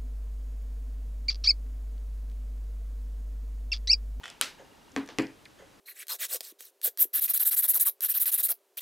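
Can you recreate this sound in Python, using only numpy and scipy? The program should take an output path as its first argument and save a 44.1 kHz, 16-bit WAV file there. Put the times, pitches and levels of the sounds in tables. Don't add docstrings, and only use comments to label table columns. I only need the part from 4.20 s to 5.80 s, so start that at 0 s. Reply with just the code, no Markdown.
import sys
import numpy as np
from scipy import signal
from scipy.io import wavfile

SR = 44100
rng = np.random.default_rng(int(sys.argv[2]) if len(sys.argv) > 2 else 0)


def convert_level_to_amplitude(level_db):
    exponent = np.asarray(level_db, float) / 20
    return 10 ** exponent


def store_pcm(level_fs):
    pcm = np.round(np.clip(level_fs, -1, 1) * 32767).astype(np.int16)
    wavfile.write(sys.argv[1], SR, np.atleast_2d(pcm).T)


N = 70560


def butter(x, order, hz, kind="low"):
    return signal.sosfilt(signal.butter(order, hz, kind, fs=SR, output="sos"), x)


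def ring(clicks, hz, t60_s):
    r = convert_level_to_amplitude(-60 / (max(t60_s, 1e-3) * SR))
    w = 2 * np.pi * hz / SR
    return signal.lfilter([1, -r * np.cos(w)], [1, -2 * r * np.cos(w), r * r], clicks)


def strike(contacts, modes, scatter_db, order=2):
    length, body_floor_hz = 4410, 352
    out = np.zeros(N + length)
    spread_db = scatter_db * rng.standard_normal((len(contacts), len(modes)))
    for (start_s, peak_db, cutoff_hz), offsets_db in zip(contacts, spread_db):
        touch = butter(np.arange(length) == 0, order, min(cutoff_hz, 19000))
        touch = touch / touch.max()
        start = int(start_s * SR)
        for (hz, mode_db, t60_s), offset_db in zip(modes, offsets_db):
            level = convert_level_to_amplitude(peak_db + mode_db + offset_db)
            out[start:start + length] += level * ring(touch, hz, t60_s)
    return butter(out[:N], 2, body_floor_hz, "high")


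def pan(x, db):
    return x * convert_level_to_amplitude(np.array([[db / 2], [-db / 2]]))


# start_s, peak_db, cutoff_hz
CAP_SNAP = [
    (.2123, -27, 11800),
    (.2126, -10, 12300),
    (.2133, -34, 5200),
]
CAP_CREAKS = [
    (.0346, -38.5, 4030),
    (.0387, -37, 5400),
    (.0414, -37, 6000),
    (.0420, -61, 5100),
    (.0568, -33.5, 7000),
    (.0625, -43, 7000),
    (.0800, -35.5, 9100),
    (.1010, -55, 13100),
    (.1019, -38, 13000),
]
# mode_hz, level_db, t60_s
CAP_MODES = [(1150, -27, 0.034), (1535, -17, 0.012), (2570, -7, 0.0067), (3100, -8.5, 0.009),
             (3860, -14.5, 0.0055), (4700, -13, 0.0089), (5500, -9.5, 0.00057), (8340, -1.5, 0.002),
             (9600, -5.5, 0.002), (11100, -12.5, 0.0032)]
LOOSE_CAP_MODES = [(1430, -12.5, 0.0095), (1860, -11.5, 0.0088), (2500, -23, .012), (3027, -20, 0.045),
                   (3140, -22.5, 0.086), (3420, -21.5, 0.068), (5660, -17.5, 0.0056), (7100, -13, 0.0037),
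                   (10000, -15.5, 0.0041)]


def cap():
    snap = strike(CAP_SNAP, CAP_MODES, scatter_db=7.5)
    treble = butter(snap, 2, 6000, "high")
    creaks = strike(CAP_CREAKS, LOOSE_CAP_MODES, scatter_db=3.5)
    return pan(snap - treble, 1.1) + pan(treble, 2.5) + creaks


# start_s, peak_db, cutoff_hz
FIRST_DROP = [
    (.7634, -25.5, 4800),
]
ROCK_BACK = [
    (.8893, -38.5, 6300),
]
SECOND_DROP = [
    (.9862, -23, 5500),
    (.9866, -26.5, 5500),
    (0.9955, -37, 2500),
]
# mode_hz, level_db, t60_s
FIRST_PEN_MODES = [(482, -15, 0.045), (736, -15.5, 0.017), (1150, -21.5, 0.037), (1770, -3, 0.0064),
                   (2240, -14.5, 0.011), (3300, -19.5, 0.017), (4400, -17, 0.0087), (5840, -7.5, 0.0043),
                   (7000, -11, 0.0058)]
SECOND_PEN_MODES = [(436, -14, 0.0086), (895, -17.5, 0.02), (1124, -6.5, 0.018), (2000, -12.5, 0.013),
                    (2660, -10, 0.0079), (3460, -9, 0.0075), (4950, -37, 0.0037), (5730, -8, 0.0031),
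                    (7500, -22, .003)]


def pens():
    first = strike(FIRST_DROP, FIRST_PEN_MODES, scatter_db=0.5)
    back = strike(ROCK_BACK, FIRST_PEN_MODES, scatter_db=2.5, order=4)
    second = strike(SECOND_DROP, SECOND_PEN_MODES, scatter_db=1.5)
    return first - back + second


# start_s, peak_db, place_0to1, swell_s
TABLE_BLOWS = [
    (0.7645, -21, 0.0, 0.0018),
    (0.215, -49, 0.4, 0.0049),
    (.5100, -58.5, 0, 0.0025),
    (.7220, -49.5, 0, 0.0025),
    (0.741, -59, 0.2, .004),
    (.9100, -47, 0.8, 0.0086),
    (0.9862, -20, 1.0, 0.0008),
]
# mode_hz, t60_s
TABLE_MODES = [(100, 0.031), (130, 0.2), (200, 0.19), (228, 0.18), (262, 0.092), (275, 0.21), (300, 0.095),
               (322, 0.23), (345, 0.1), (415, 0.23), (440, 0.18), (518, 0.13)]
LEFT_END_DB = [-12.5, -27.5, -24, -11.5, -6, -0.5, -27, -20, -15.5, -13.5, -22, -22.5]
RIGHT_END_DB = [-32, -13.5, -15.5, -11.5, -10.5, -2, -18, -3, -13.5, -11, -18.5, -12.5]
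FIRST_SWING = [-1, -1, -1, -1, 1, -1, -1, 1, -1, -1, 1, 1]


def table_top():
    u = np.arange(SR // 2) / SR
    out = np.zeros(N + SR)
    for start_s, peak_db, place, swell_s in TABLE_BLOWS:
        start = int(start_s * SR)
        swell = 1 - np.exp(-u / swell_s)
        for (hz, t60_s), left_db, right_db, way in zip(TABLE_MODES, LEFT_END_DB, RIGHT_END_DB, FIRST_SWING):
            mode_db = left_db + place * (right_db - left_db)
            decay = convert_level_to_amplitude(peak_db + mode_db - 60 * u / t60_s)
            out[start:start + len(u)] += way * decay * swell * np.sin(2 * np.pi * hz * u)
    return butter(out[:N], 2, 72, "high")


TICK_TIMES_S = [.1008, .7183, .7625, .8612, .8757, .9030, .9200, .9857, 1.0227, 1.0685, 1.2538, 1.2540,
                1.2552, 1.2568, 1.2590]
# level_db, pitch_hz, width_hz, length_s
TICK_SOUNDS = [(-32.5, 6300, 3900, 0.001), (-45, 6300, 2300, 0.0018), (-35.5, 5100, 7200, 0.00072),
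               (-44, 5800, 8000, 0.0014), (-39, 2800, 7000, 0.0015), (-53, 3100, 4300, .011),
               (-57, 2800, 2500, .0041), (-26.5, 6600, 6200, 0.00095), (-39, 6800, 2500, 0.0018),
               (-39, 4600, 2500, 0.0011), (-47.5, 7900, 3800, 0.0012), (-39, 3820, 1600, 0.0024),
               (-43, 3760, 700, 0.0024), (-41, 2260, 450, 0.003), (-45, 2000, 640, 0.00605)]


def ticks():
    u = np.arange(2205) / SR
    out = np.zeros(N + len(u))
    noises = rng.standard_normal((len(TICK_SOUNDS), len(u)))
    for start_s, (level_db, pitch_hz, width_hz, length_s), noise in zip(TICK_TIMES_S, TICK_SOUNDS, noises):
        low_hz = pitch_hz - min(width_hz, pitch_hz) / 2
        high_hz = min(pitch_hz + width_hz / 2, 19000)
        burst = butter(noise * np.exp(-u / length_s), 2, [low_hz, high_hz], "band")
        start = int(start_s * SR)
        out[start:start + len(u)] += convert_level_to_amplitude(level_db) * burst / np.abs(burst).max()
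    return out[:N]


# tone_hz, level_db, length_s
MOTOR_TONES = [(893, -55, 0.009), (2838, -59.5, 0.0093)]
MOTOR_LAG_S = [-.0025, .001]
SINGING_STEPS = [4, 10, 11, 13, 15, 16, 18, 20]


def focus_motor():
    steps_per_s, from_s, to_s = 30.0, 0.0135, 0.70
    first_step_db, scatter_db, quiet_step_db = 5.5, 1.4, -14
    times_s = np.arange(from_s, to_s, 1 / steps_per_s)
    offset_db = scatter_db * rng.standard_normal((len(times_s), 2))
    offset_db[0, 0] += first_step_db
    offset_db[:, 1] += quiet_step_db * ~np.isin(np.arange(len(times_s)), SINGING_STEPS)
    t, out = np.arange(N) / SR, 0
    for k, ((hz, tone_db, length_s), lag_s) in enumerate(zip(MOTOR_TONES, MOTOR_LAG_S)):
        for start_s, level_db in zip(times_s, tone_db + offset_db[:, k]):
            u = t - start_s - lag_s
            swell = np.sin(np.pi * np.clip(u / length_s, 0, 1))
            out = out + convert_level_to_amplitude(level_db) * swell * np.sin(2 * np.pi * hz * u)
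    return out


CLOCK_FIRST_S, CLOCK_PERIOD_S = 0.382, 1.0
# mode_hz, level_db, t60_s
CLOCK_MODES = [(423, -56, 0.029), (550, -55.5, 0.14), (743, -56.5, 0.015), (1640, -55, 0.0048),
               (3050, -64, 0.0052), (6500, -63.5, 0.004)]
CLOCK_LAG_S = [.012, .012, .012, 0, 0, 0]


def clock():
    attack_s, spread_s = 0.01, 0.042
    out, noise = 0, rng.standard_normal((2, N))
    for k, ((hz, level_db, t60_s), lag_s) in enumerate(zip(CLOCK_MODES, CLOCK_LAG_S)):
        u = (np.arange(N) / SR - CLOCK_FIRST_S - lag_s) % CLOCK_PERIOD_S
        envelope = np.minimum(u / attack_s, 1) * np.exp(-u / spread_s)
        tone = ring(ring(noise[k % 2], hz, t60_s), hz, t60_s / 3)
        tone = tone / np.sqrt(np.mean(tone ** 2) + 1e-20)
        out = out + convert_level_to_amplitude(level_db) * tone * envelope
    return out


def train(rows):
    out = np.full(N, 1e-18)
    for row in rows:
        out[int(row[0] * SR)] += convert_level_to_amplitude(row[1])
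    return out


KNOCK_LAG_S = [.0145, .041]


def clock_knock():
    hz, level_db, t60_s, back_db = 543, -45, 0.077, -2
    rows = []
    for n in range(2):
        for k, lag_s in enumerate(KNOCK_LAG_S):
            rows.append((CLOCK_FIRST_S + n * CLOCK_PERIOD_S + lag_s, level_db + k * back_db))
    soft = butter(train(rows), 2, [hz / 2, hz * 2], "band")
    return ring(soft, hz, t60_s)


def at_hz(points, hz):
    table_hz, values = np.transpose(points)
    return np.interp(np.log(hz), np.log(table_hz), values)


def bands(spectrum, likeness, size):
    edges_hz = 20 * 2 ** np.arange(0, 9.9, 1 / 3)
    settle = 4000
    white, out = rng.standard_normal((2, 2, size + settle)), []
    for k, (low_hz, high_hz) in enumerate(zip(edges_hz, edges_hz[1:])):
        mid, side = butter(white[k % 2], 2, [low_hz, high_hz], "band")[:, settle:]
        hz = np.sqrt(low_hz * high_hz)
        alike = np.clip(at_hz(likeness, hz), 0, 1)
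        stereo = np.sqrt(1 + alike) * mid + np.sqrt(1 - alike) * side * [[1], [-1]]
        out.append((hz, convert_level_to_amplitude(at_hz(spectrum, hz)) * stereo))
    total = np.sqrt(np.mean(sum(band for _, band in out) ** 2))
    return [(hz, band / total) for hz, band in out]


# hz, t60_s
ROOM_T60 = [(200, 0.38), (1000, 0.28), (3000, 0.28), (8000, 0.23), (15000, 0.28)]
# hz, left_right_likeness
ECHO_LIKENESS = [(200, 0.97), (1500, 0.99), (6000, 1), (15000, 1)]
# lag_s, gain_db over the diffuse answer
WALLS = [(0.0118, 4.5), (0.023, 3), (.029, -1.5), (.038, -0.5), (.0245, -1.5), (.033, 3.5)]


def echo(rows, colour, level_db):
    first_wall_s, build_s, wall_width_s, desk_share = 0.0062, 0.0024, 0.002, 0.68
    t = np.arange(SR // 2) / SR
    build = 1 - np.exp(-np.maximum(t - first_wall_s, 0) / build_s)
    build = build + desk_share * (t > 0.001) * (t < first_wall_s + build_s)
    walls_db = sum(db * np.exp(-((t - lag_s) / wall_width_s) ** 2) for lag_s, db in WALLS)
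    diffuse = 0
    for hz, band in bands(colour, ECHO_LIKENESS, size=len(t)):
        diffuse = diffuse + band * convert_level_to_amplitude(-60 * t / at_hz(ROOM_T60, hz))
    answer = build * convert_level_to_amplitude(walls_db) * diffuse
    return convert_level_to_amplitude(level_db) * signal.fftconvolve(train(rows)[None], answer, axes=1)[:, :N]


# hz, density_db
SNAP_COLOUR = [(88, -52), (150, -23), (524, -7), (805, -13), (1450, -2.5), (2140, -2), (3840, -1.5),
               (8900, -10.5), (16000, -23)]
CREAK_COLOUR = [(290, -43), (500, -9), (688, 1), (988, -16), (1060, -3.5), (3110, 3.5), (3700, -5.5),
                (6230, -7), (16000, -32)]
DROP_COLOUR = [(320, -11), (550, -5.5), (699, -14), (772, -2), (1520, -8), (1750, -6.5), (2950, -15),
               (7060, -28), (16000, -44)]
BOUNCE_COLOUR = [(240, -21), (400, -4.5), (1600, -7), (2670, -10), (4800, -12), (16000, -53)]
THUD_COLOUR = [(70, -56), (130, -35), (200, -7), (295, 5), (450, -13), (620, -33)]


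def room_echoes():
    echoes = echo(CAP_SNAP[1:2], SNAP_COLOUR, level_db=-19)
    echoes = echoes + echo(CAP_CREAKS, CREAK_COLOUR, level_db=-15)
    echoes = echoes + echo(FIRST_DROP[:1] + SECOND_DROP, DROP_COLOUR, level_db=-10)
    echoes = echoes + echo(ROCK_BACK, BOUNCE_COLOUR, level_db=-7)
    echoes = echoes + echo(FIRST_DROP[:1] + SECOND_DROP[:1], THUD_COLOUR, level_db=-16)
    return butter(echoes, 4, 90, "high")


# hz, density_db
HISS_COLOUR = [(12, -29), (20, -3), (351, -1.5), (535, -6), (863, -6.5), (2310, -13.5), (2890, -14),
               (15000, -25), (16500, -29)]
# hz, left_right_likeness
HISS_LIKENESS = [(60, 0.56), (240, 0.4), (950, 0.12), (3770, 0.99), (15000, 1.0)]


def room_hiss():
    return convert_level_to_amplitude(-57) * sum(band for _, band in bands(HISS_COLOUR, HISS_LIKENESS, size=N))


def scene():
    contacts = cap() + pan(pens() + table_top(), 1.5)
    air_top_hz = 15900
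    air = room_echoes() + room_hiss()
    air = signal.sosfilt(signal.cheby2(10, 40, air_top_hz + 300, fs=SR, output="sos"), air)
    return contacts + ticks() + clock() + clock_knock() + focus_motor() + air


def band_limit(x):
    return signal.sosfilt(signal.butter(12, 17070, fs=SR, output="sos"), x)


def record(dry):
    mic_top_hz, mic_top_db, cutoff_hz = 11300, -7.5, 17300
    low = butter(dry, 1, mic_top_hz)
    mic = low + convert_level_to_amplitude(mic_top_db) * (dry - low)
    mix = signal.sosfilt(signal.cheby2(10, 60, cutoff_hz, fs=SR, output="sos"), mic)
    return band_limit(mix)


dry = scene()
out = record(dry)
store_pcm(out)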